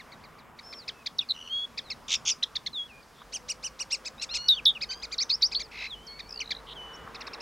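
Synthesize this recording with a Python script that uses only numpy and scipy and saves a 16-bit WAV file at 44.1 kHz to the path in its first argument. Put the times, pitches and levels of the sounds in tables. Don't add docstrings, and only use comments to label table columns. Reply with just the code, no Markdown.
import sys
import numpy as np
from scipy import signal
from scipy.fft import rfft, irfft, next_fast_len
from scipy.io import wavfile
from scipy.ndimage import uniform_filter1d, map_coordinates

SR = 44100
rng = np.random.default_rng(int(sys.argv[2]) if len(sys.argv) > 2 else 0)


def transcribe(u):
    v = np.clip(np.atleast_2d(u).T, -1, 1)
    q = np.round(v * 32767).astype(np.int16)
    wavfile.write(sys.argv[1], SR, q)


N = 326781


def amp(db):
    return 10 ** (np.asarray(db) / 20)


def unit(x):
    return x / np.sqrt(np.mean(x ** 2) + 1e-20)


def along(points, hz):
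    f, v = np.transpose(points)
    return np.interp(np.log(np.abs(hz) + 1), np.log(f + 1), v)


def curves(rows, t):
    s, *cols = np.transpose(rows)
    return [np.interp(t, s, c) for c in cols]


def span(start, end):
    i = np.arange(max(int(start * SR), 0), min(int(end * SR), N))
    return i, i / SR


def wobble(rate, size):
    return map_coordinates(rng.standard_normal(int(size * rate / SR) + 4), [np.arange(size) * rate / SR])


def filtered(x, response):
    m = next_fast_len(N + SR // 2)
    return irfft(rfft(x, m) * response(np.fft.rfftfreq(m, 1 / SR)), m)[..., :N]


def gate(t, start, end, ramp):
    return np.sin(np.pi / 2 * np.clip(np.minimum(t - start, end - t) / ramp + .5, 0, 1)) ** 2


# f/Hz, gain/dB
BEAK_RESPONSE = [(1500, -9.5), (2300, 0), (3300, 0.5), (6000, 0.5), (7500, -12), (10000, -15.5),
                 (15000, -28)]

def syrinx(hz, partials, jitter, shimmer_db):
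    hz = hz * (1 + jitter * wobble(609, len(hz)))
    phase = 2 * np.pi * np.cumsum(hz) / SR
    tone = sum(amp(db + along(BEAK_RESPONSE, k * hz)) * np.sin(k * phase) * (k * hz < SR / 2)
               for k, db in partials)
    return tone * amp(shimmer_db * wobble(323.8, len(hz)))


def rasp(hz, depth):
    return 1 + depth * wobble(3500, len(hz))


def chirp(apex, top_hz, rise, fall, sag, roundness, levels, doubling_db, edge, jitter, rasp_db):
    out = np.zeros(N)
    i, t = span(apex - 2 * rise, apex + 2 * fall)
    rising = t < apex
    u = np.abs((t - apex) / np.where(rising, rise, fall))
    bend = roundness * np.where(rising, 2, 1) + rising + 1e-3
    drop = np.where(rising, .33, sag)
    hz = top_hz * (1 - drop * u * u * (1 + bend) / (u * u + bend))
    envelope = np.exp(-edge * u ** np.where(rising, 2.6, 3))
    roughness = amp(rasp_db) + amp(-16) * u * rising
    half_order_db = doubling_db - 7 * (1 - np.minimum(u, 1) * rising)
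    partials = list(enumerate(levels, 1)) + [(1.5, half_order_db), (2.5, half_order_db)]
    out[i] = envelope * rasp(hz, roughness) * syrinx(hz, partials, jitter, shimmer_db=1.1)
    return out


# apex t/s, top f/Hz, fall time/s, share of pitch lost, level/dB, octave lift/dB
CHIPS = [(0.0, 2250, 0.025, 0.25, -40, -9.5), (0.1246, 2270, 0.023, .18, -45.5, -2.5),
         (0.243, 2450, 0.023, 0.22, -49.5, -1.5), (0.39, 2440, .024, 0.26, -52, -2.5),
         (0.5945, 2324, 0.0093, 0.21, -41.5, -0.5), (0.733, 2470, 0.015, 0.37, -40, 0.5),
         (0.8855, 2630, 0.019, 0.42, -34.5, 5), (1.068, 2480, 0.012, 0.34, -34.5, 8.5),
         (1.2153, 2950, 0.028, 0.19, -38, -11), (1.783, 2515, 0.019, .35, -34, 5),
         (1.908, 2690, 0.026, 0.28, -35.5, 5), (2.157, 2840, 0.011, 0.14, -37.5, 11),
         (2.3111, 2960, 0.021, 0.2, -38, 15), (2.4344, 2066, 0.012, 0.21, -36, 15.5),
         (2.5618, 2333, 0.013, .28, -36, 12), (2.669, 2220, 0.014, .26, -36, 8.5),
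         (6.1992, 2440, 0.014, .28, -36.5, 1), (6.408, 3120, .024, 0.33, -28.5, -4.5),
         (6.513, 2407, 0.018, .35, -28.5, 2.5), (7.153, 2660, 0.017, 0.35, -40, 1),
         (7.213, 2786, 0.017, .42, -39.5, 0.5), (7.274, 2630, 0.012, 0.33, -38, 2),
         (7.339, 2766, 0.015, 0.33, -40.5, 3.5), (7.4093, 2710, .01, 0.25, -41.5, 3)]

def chips():
    out = np.zeros(N)
    for apex, top_hz, fall, sag, db, lift_db in CHIPS:
        octave_db = db + lift_db
        levels = [db - 1.5, octave_db, octave_db - 14, octave_db - 22, octave_db - 30]
        out += chirp(apex, top_hz, rise=.008, fall=fall, sag=sag, roundness=.13, levels=levels,
                     doubling_db=octave_db - 22, edge=1.78, jitter=.012, rasp_db=-26.5)
    return out


def twigs(x, t60=.04):
    t = np.arange(SR // 10) / SR
    tail = rng.standard_normal(len(t)) * amp(-60 * t / t60)
    return signal.fftconvolve(x, tail / np.linalg.norm(tail))[:N]


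# f/Hz, T60/s
TREE_DECAY = [(1500, 0.29), (4000, 0.11), (10000, 0.22)]

def tree_echo(x, delay_s=.0074):
    hz, t, spectra = signal.stft(rng.standard_normal(SR // 2), SR, nperseg=256)
    decay = amp(-60 * t / along(TREE_DECAY, hz)[:, None])
    tail = signal.istft(spectra * decay, SR, nperseg=256)[1]
    response = np.pad(tail / np.linalg.norm(tail), (int(delay_s * SR), 0))
    return signal.fftconvolve(x, response)[:N]


# f/Hz, correlation
COHERENCE = [(60, 0.98), (130, 0.93), (290, 0.54), (640, 0.96), (1410, 0.96), (3100, 0.93), (6820, 1),
             (15000, 0.99)]

def air(spectrum, patchy_db):
    spectra = signal.stft(rng.standard_normal((2, N)), nperseg=512)[2]
    patches = uniform_filter1d(rng.standard_normal(spectra.shape[1:]), size=5, axis=0)
    patches = uniform_filter1d(patches, size=16, axis=1)
    pair = signal.istft(spectra * amp(patchy_db * unit(patches)), nperseg=512)[1][:, :N]

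    def mid_side_response(hz):
        angle = np.arccos(np.clip(along(COHERENCE, hz), -1, 1)) / 2
        return amp(along(spectrum, hz)) * [np.cos(angle), np.sin(angle)]

    mid, side = filtered(pair, mid_side_response)
    return unit(np.array([mid + side, mid - side]))


# t/s, level/dB
RUSH_LEVEL = [(0.0, -53.5), (0.1, -53), (1.53, -56), (2.15, -52.5), (2.77, -57), (4.31, -52.5), (6.31, -54),
              (7.08, -47), (7.41, -46)]
HISS_LEVEL = [(0, -63), (.41, -70), (.44, -76), (.56, -75), (.58, -63.5), (7.41, -63.5)]
# f/Hz, relative level/dB
RUSH_SPECTRUM = [(150, -11), (300, -1.5), (450, 0.5), (700, -1), (1150, 2), (1600, -3.5), (2200, -9),
                 (3500, -16), (9000, -69.5)]
HISS_SPECTRUM = [(900, -27), (1800, 4.5), (3000, 0.5), (5000, 5.5), (8000, -3.5), (11000, -6), (15800, -27)]
RUMBLE_SPECTRUM = [(15, -23), (30, 2.5), (42, 1), (62, 4.5), (100, -1.5), (155, 3), (190, -1.5), (228, 5),
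                   (270, -3), (500, -27.5)]

def outdoors(rumble_db=-59):
    t = np.arange(N) / SR
    rush = amp(curves(RUSH_LEVEL, t)[0]) * air(RUSH_SPECTRUM, patchy_db=1.5)
    hiss = amp(curves(HISS_LEVEL, t)[0]) * air(HISS_SPECTRUM, patchy_db=.7)
    rumble = amp(rumble_db) * air(RUMBLE_SPECTRUM, patchy_db=-2)
    return rush + hiss + rumble


def whistled(hz, harmonics, jitter, shimmer_db):
    return syrinx(hz, harmonics, jitter, shimmer_db) * rasp(hz, amp(-33))


def held_notes(notes, harmonics, jitter, shimmer_db, swell_db=14, firm_db=-36, ramp=.0034):
    out = np.zeros(N)
    for start, length, glide, first_hz, held_hz, last_hz, held_db, fade_db in notes:
        i, t = span(start - ramp, start + length + ramp)
        approach = np.clip(1 - (t - start) / glide, 0, 1)
        drift = np.interp(t, [start + glide, start + length], [0, 1])
        hz = held_hz + (first_hz - held_hz) * approach ** 1.6 + (last_hz - held_hz) * drift
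        db = held_db - swell_db * approach ** 2.7 - fade_db * drift
        waver = .5 + .081 * np.maximum(firm_db - db, 0)
        tone = whistled(hz, harmonics, jitter * waver, shimmer_db * waver)
        out[i] += amp(db) * gate(t, start, start + length, ramp) * tone
    return out


# t/s, length/s, glide time/s, first f/Hz, held f/Hz, last f/Hz, level/dB, fade/dB
WHISTLES = [(0.625, 0.097, 0.043, 5100, 5370, 5250, -48, -3),
            (0.72, 0.072, 0.044, 5380, 5440, 5360, -48.5, -4),
            (0.781, 0.069, .022, 5450, 4650, 3540, -44, 20), (0.93, 0.1, 0.051, 2650, 2620, 2500, -61, -3),
            (1.204, 0.0143, 0.012, 3210, 3470, 3080, -31.5, 11),
            (1.42, .24, 0.18, 4300, 4400, 4360, -53.5, 16), (1.4954, 0.16, 0.056, 3080, 3305, 3377, -28, 4),
            (1.829, 0.078, 0.047, 4614, 3970, 3500, -53.5, -5),
            (2.731, 0.14, 0.072, 4120, 3304, 3375, -30, 20),
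            (2.875, 0.14, 0.052, 3250, 2440, 2430, -50.5, 5.5),
            (3.028, 0.01, 0.0035, 4900, 4800, 3980, -53, 9), (4.56, 0.043, 0.02, 3550, 3150, 2300, -32, 6),
            (4.749, 0.031, .012, 3100, 2820, 2390, -35.5, 3),
            (5.631, 0.039, 0.0035, 5400, 5270, 4270, -43, 11),
            (5.77, 0.12, 0.037, 3980, 3910, 4050, -46, 0), (5.895, 0.058, 0.049, 4150, 3250, 2840, -36, 17),
            (5.95, 0.18, 0.014, 3020, 2980, 3230, -50, 8), (6.065, 0.22, .016, 6750, 4370, 4460, -41.5, 14),
            (6.07, 0.23, 0.055, 2220, 2204, 2350, -54, 10), (6.27, .12, .06, 2350, 2560, 2950, -59.5, -6),
            (6.752, 0.31, 0.038, 3450, 3003, 2940, -40, 19),
            (6.932, 0.035, 0.023, 5560, 5420, 7060, -47, 1)]
# harmonic number, relative level/dB
WHISTLE_HARMONICS = [(1, 0.5), (2, -25.5), (3, -28.5)]

def whistles():
    return held_notes(WHISTLES, WHISTLE_HARMONICS, jitter=.0049, shimmer_db=1.1)


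# t/s, length/s, f/Hz after the dive, last f/Hz,
# overshoot and quiver as shares of pitch, level/dB, fade/dB
HOOKS = [(1.185, 0.0195, 3810, 3310, 0, 0, -21.5, 15), (4.4834, 0.069, 3906, 3364, .02, 0.016, -15.5, 21),
         (4.6536, 0.067, 3634, 3500, .02, 0.064, -16, 23),
         (5.181, 0.055, 4140, 6300, 0.089, 0.012, -25, 3.1), (5.296, .061, 4135, 5610, 0.11, .01, -23, 3.7),
         (5.4216, 0.055, 4305, 6200, 0.138, 0.0033, -17, 22.7),
         (5.5456, 0.051, 4240, 4800, 0.23, 0.015, -24, 26)]
# harmonic number, relative level/dB
HOOK_HARMONICS = [(1, 1.5), (2, -27.5), (3, -37)]

def hooks(dive_from_hz=5760, dive_s=.0068, rebound_hz=81.6, rebound_decay_s=.0048, ramp=.0034):
    out = np.zeros(N)
    for start, length, held_hz, last_hz, overshoot, quiver, db, fade_db in HOOKS:
        i, t = span(start - ramp, start + length + ramp)
        dive = np.clip(1 - (t - start) / dive_s, 0, 1)
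        after = np.maximum(t - start - dive_s, 0)
        progress = after / (length - dive_s)
        depth = quiver + overshoot * np.exp(-after / rebound_decay_s)
        spring = depth * np.cos(2 * np.pi * rebound_hz * after)
        hz = (held_hz + (last_hz - held_hz) * progress ** 1.4) * (1 - spring)
        hz = hz + (dive_from_hz - hz) * dive
        envelope = amp(db - 10 * dive ** 2 - fade_db * progress ** 2.63)
        tone = whistled(hz, HOOK_HARMONICS, jitter=.011, shimmer_db=1.6)
        out[i] += envelope * gate(t, start, start + length, ramp) * tone
    return out


def zigzag(rate, size):
    phase = 2 * np.pi * np.cumsum(rate * (1 + .017 * wobble(80, size))) / SR
    return 2 / np.pi * np.arcsin(-.97 * np.cos(phase))


# start t/s, end t/s, first f/Hz, last f/Hz, pulse rate/Hz, swing as share of pitch,
# level/dB, octave lift/dB, pulsing/dB
TREMOLOS = [(1.2875, 1.324, 4280, 3820, 145, 0.05, -23, -24, 3),
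            (1.334, 1.49, 2914, 2930, 80, 0.029, -47, -11.5, 7.5),
            (6.285, 6.397, 5540, 4360, 59, -0.033, -47, -30, 17),
            (6.434, 6.605, 3911, 3990, 55, .005, -53.5, -30, 15.5)]

def tremolos(swell_db=18, swell_s=.014, ramp=.0017):
    out = np.zeros(N)
    for start, end, first_hz, last_hz, rate, depth, db, octave_db, pulse_db in TREMOLOS:
        i, t = span(start, end)
        swing = zigzag(rate, len(t))
        hz = np.linspace(first_hz, last_hz, len(t)) * (1 + depth * swing)
        level_db = db + pulse_db * swing - swell_db * np.maximum(1 - (t - start) / swell_s, 0)
        tone = whistled(hz, [(1, 0), (2, octave_db), (3, octave_db - 13)], jitter=.031, shimmer_db=4.1)
        out[i] += amp(level_db) * gate(t, start + ramp / 2, end - ramp / 2, ramp) * tone
    return out


# start t/s, end t/s, centre f/Hz, swing rate/Hz, swing as share of pitch,
# level/dB, octave lift/dB, pulsing/dB, roughness (0-1)
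BUZZES = [(2.0784, 2.158, 2933, 87, 0.33, -27.5, 1.5, 7, 0.17),
          (2.25, 2.309, 2890, 86, 0.31, -26.5, 6, 6, 0.1),
          (3.145, 3.234, 3570, 146, 0.09, -56.5, -21, -5, 0.1),
          (5.711, 5.878, 2360, 58.2, 0.17, -35.5, -9, -2, 0.5),
          (6.662, 6.738, 3580, 105, 0.2, -41, -33, -5.5, 0.1)]

def buzzes(swell_db=13, swell_share=.55, flicker_db=.26, ramp=.0045):
    out = np.zeros(N)
    for start, end, centre_hz, rate, depth, db, octave_db, pulse_db, roughness in BUZZES:
        i, t = span(start, end)
        swing = zigzag(rate, len(t))
        hz = centre_hz * (1 + depth * swing * (1 + .07 * wobble(rate, len(t))))
        approach = np.maximum(1 - (t - start) / (swell_share * (end - start)), 0)
        level_db = db + pulse_db * swing - swell_db * approach + flicker_db * wobble(rate, len(t))
        tone = syrinx(hz, [(1, 0), (2, octave_db), (3, octave_db - 15)], jitter=.028, shimmer_db=2)
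        envelope = amp(level_db) * gate(t, start + ramp / 2, end - ramp / 2, ramp)
        out[i] += envelope * tone * rasp(hz, roughness)
    return out


# t/s, firing f/Hz, relative level/dB
ENGINE_FIRING = [(3.2, 45.04, -66), (3.74, 50.55, -63.5), (6.56, 49, -61.5), (6.67, 47.52, -58),
                 (6.96, 54.6, -60), (7.41, 53, -66)]
# harmonic number, relative level/dB
ENGINE_HARMONICS = [(1, 1.5), (2, -23), (3, -11.5)]
# t/s, f/Hz, level/dB
ENGINE_WHINE = [(3.2, 470, -61), (3.35, 484.5, -59), (3.9, 532, -60), (4.55, 524, -62), (4.9, 470.5, -62.5),
                (5.8, 441.3, -63), (7.41, 468.8, -57.5)]

def engine(drone_gain_db=3, fade_in_s=.17):
    t = np.arange(N) / SR
    firing_hz, db = curves(ENGINE_FIRING, t)
    phase = 2 * np.pi * np.cumsum(firing_hz * (1 + .014 * wobble(30, N))) / SR
    tone = sum(amp(level) * np.sin(k * phase) for k, level in ENGINE_HARMONICS)
    drone = amp(db + drone_gain_db + 2.4 * wobble(17, N)) * tone
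    whine_hz, whine_db = curves(ENGINE_WHINE, t)
    whine_phase = 2 * np.pi * np.cumsum(whine_hz * (1 + .026 * wobble(90, N))) / SR
    whine = amp(whine_db + 2.4 * wobble(23, N)) * np.sin(whine_phase)
    fade_in = np.clip((t - ENGINE_FIRING[0][0]) / fade_in_s + .5, 0, 1)
    return (drone + whine) * fade_in


# t/s, level/dB before filtering
TICKS = [(3.218, -38.5), (3.806, -38.5), (7.075, -34), (7.277, -32)]

def ticks(gain_db=-10, t60=.035):
    bursts = np.zeros(N)
    for start, db in TICKS:
        i, t = span(start, start + .1)
        bursts[i] += amp(db - 60 * (t - start) / t60) * rng.standard_normal(len(t))
    band = [(300, -38), (1100, 26.5), (1700, 15.5), (3000, -21)]  # f/Hz, gain/dB
    return amp(gain_db) * filtered(bursts, lambda hz: amp(along(band, hz)))


# apex t/s, top f/Hz, length/s, octave level/dB, brightness/dB, period doubling/dB
ARCHES = [(3.3512, 3164, .047, -30, -1, -14), (3.5069, 2905, .038, -27.5, 2, -24),
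          (3.6572, 3065, .051, -30.5, -2, -23), (3.8134, 2955, .039, -29, 0, -30),
          (3.9346, 2825, .048, -25, 0, -16), (4.0694, 2630, .035, -32, 1, -14),
          (4.233, 2750, .031, -29.5, 3, -5), (4.3596, 2680, .039, -27, 2, -2),
          (4.829, 2576, .037, -26.5, -15, -20), (4.9235, 2560, .036, -32.5, -6, -25),
          (5.0403, 2504, .037, -33, -7, -19), (5.133, 2445, .033, -31, -4, -30),
          (5.218, 2440, .04, -29, -9, -25), (5.3094, 2624, .033, -33, -11, -7),
          (5.4297, 2526, .035, -35, -7, -15), (5.5285, 2550, .028, -31.5, -11, -25),
          (5.6102, 2380, .033, -31, -5, -13)]

def arches():
    out = np.zeros(N)
    for apex, top_hz, length, db, bright_db, doubling_db in ARCHES:
        third_db = db + bright_db
        levels = [db - 7, db, third_db, third_db - 12, third_db - 20]
        out += chirp(apex, top_hz, rise=length / 2, fall=length / 2, sag=.26, roundness=.612,
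                     levels=levels, doubling_db=db + doubling_db, edge=1.66, jitter=.014, rasp_db=-20.5)
    return out


# t/s, length/s, glide time/s, first f/Hz, held f/Hz, last f/Hz, level/dB, fade/dB
NASALS = [(4.18, 0.059, 0.068, 1223, 1476, 1510, -40.5, 3), (4.29, .275, 0.03, 1132, 1404, 1495, -37, 7),
          (4.889, 0.15, .018, 1520, 1536, 1666, -33, 35)]
# harmonic number, relative level/dB
NASAL_HARMONICS = [(1, -3.5), (2, -7.5), (3, 1), (4, -10.5), (5, -26)]

def nasals():
    return held_notes(NASALS, NASAL_HARMONICS, jitter=.0017, shimmer_db=2.5)


def scene():
    song = chips() + arches() + hooks() + buzzes() + tremolos() + whistles() + nasals()
    radiation = [(800, -40), (1600, 0)]
    song = filtered(song, lambda hz: amp(along(radiation, hz)))
    return song + amp(-16) * twigs(song) + amp(-18.5) * tree_echo(song) + engine() + ticks() + outdoors()


def record(dry, ceiling=.5, band_limit_hz=15850):
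    rounded = dry / np.sqrt(1 + (dry / ceiling) ** 2)
    return filtered(rounded, lambda hz: hz < band_limit_hz)


dry = scene()
out = record(dry)
transcribe(out)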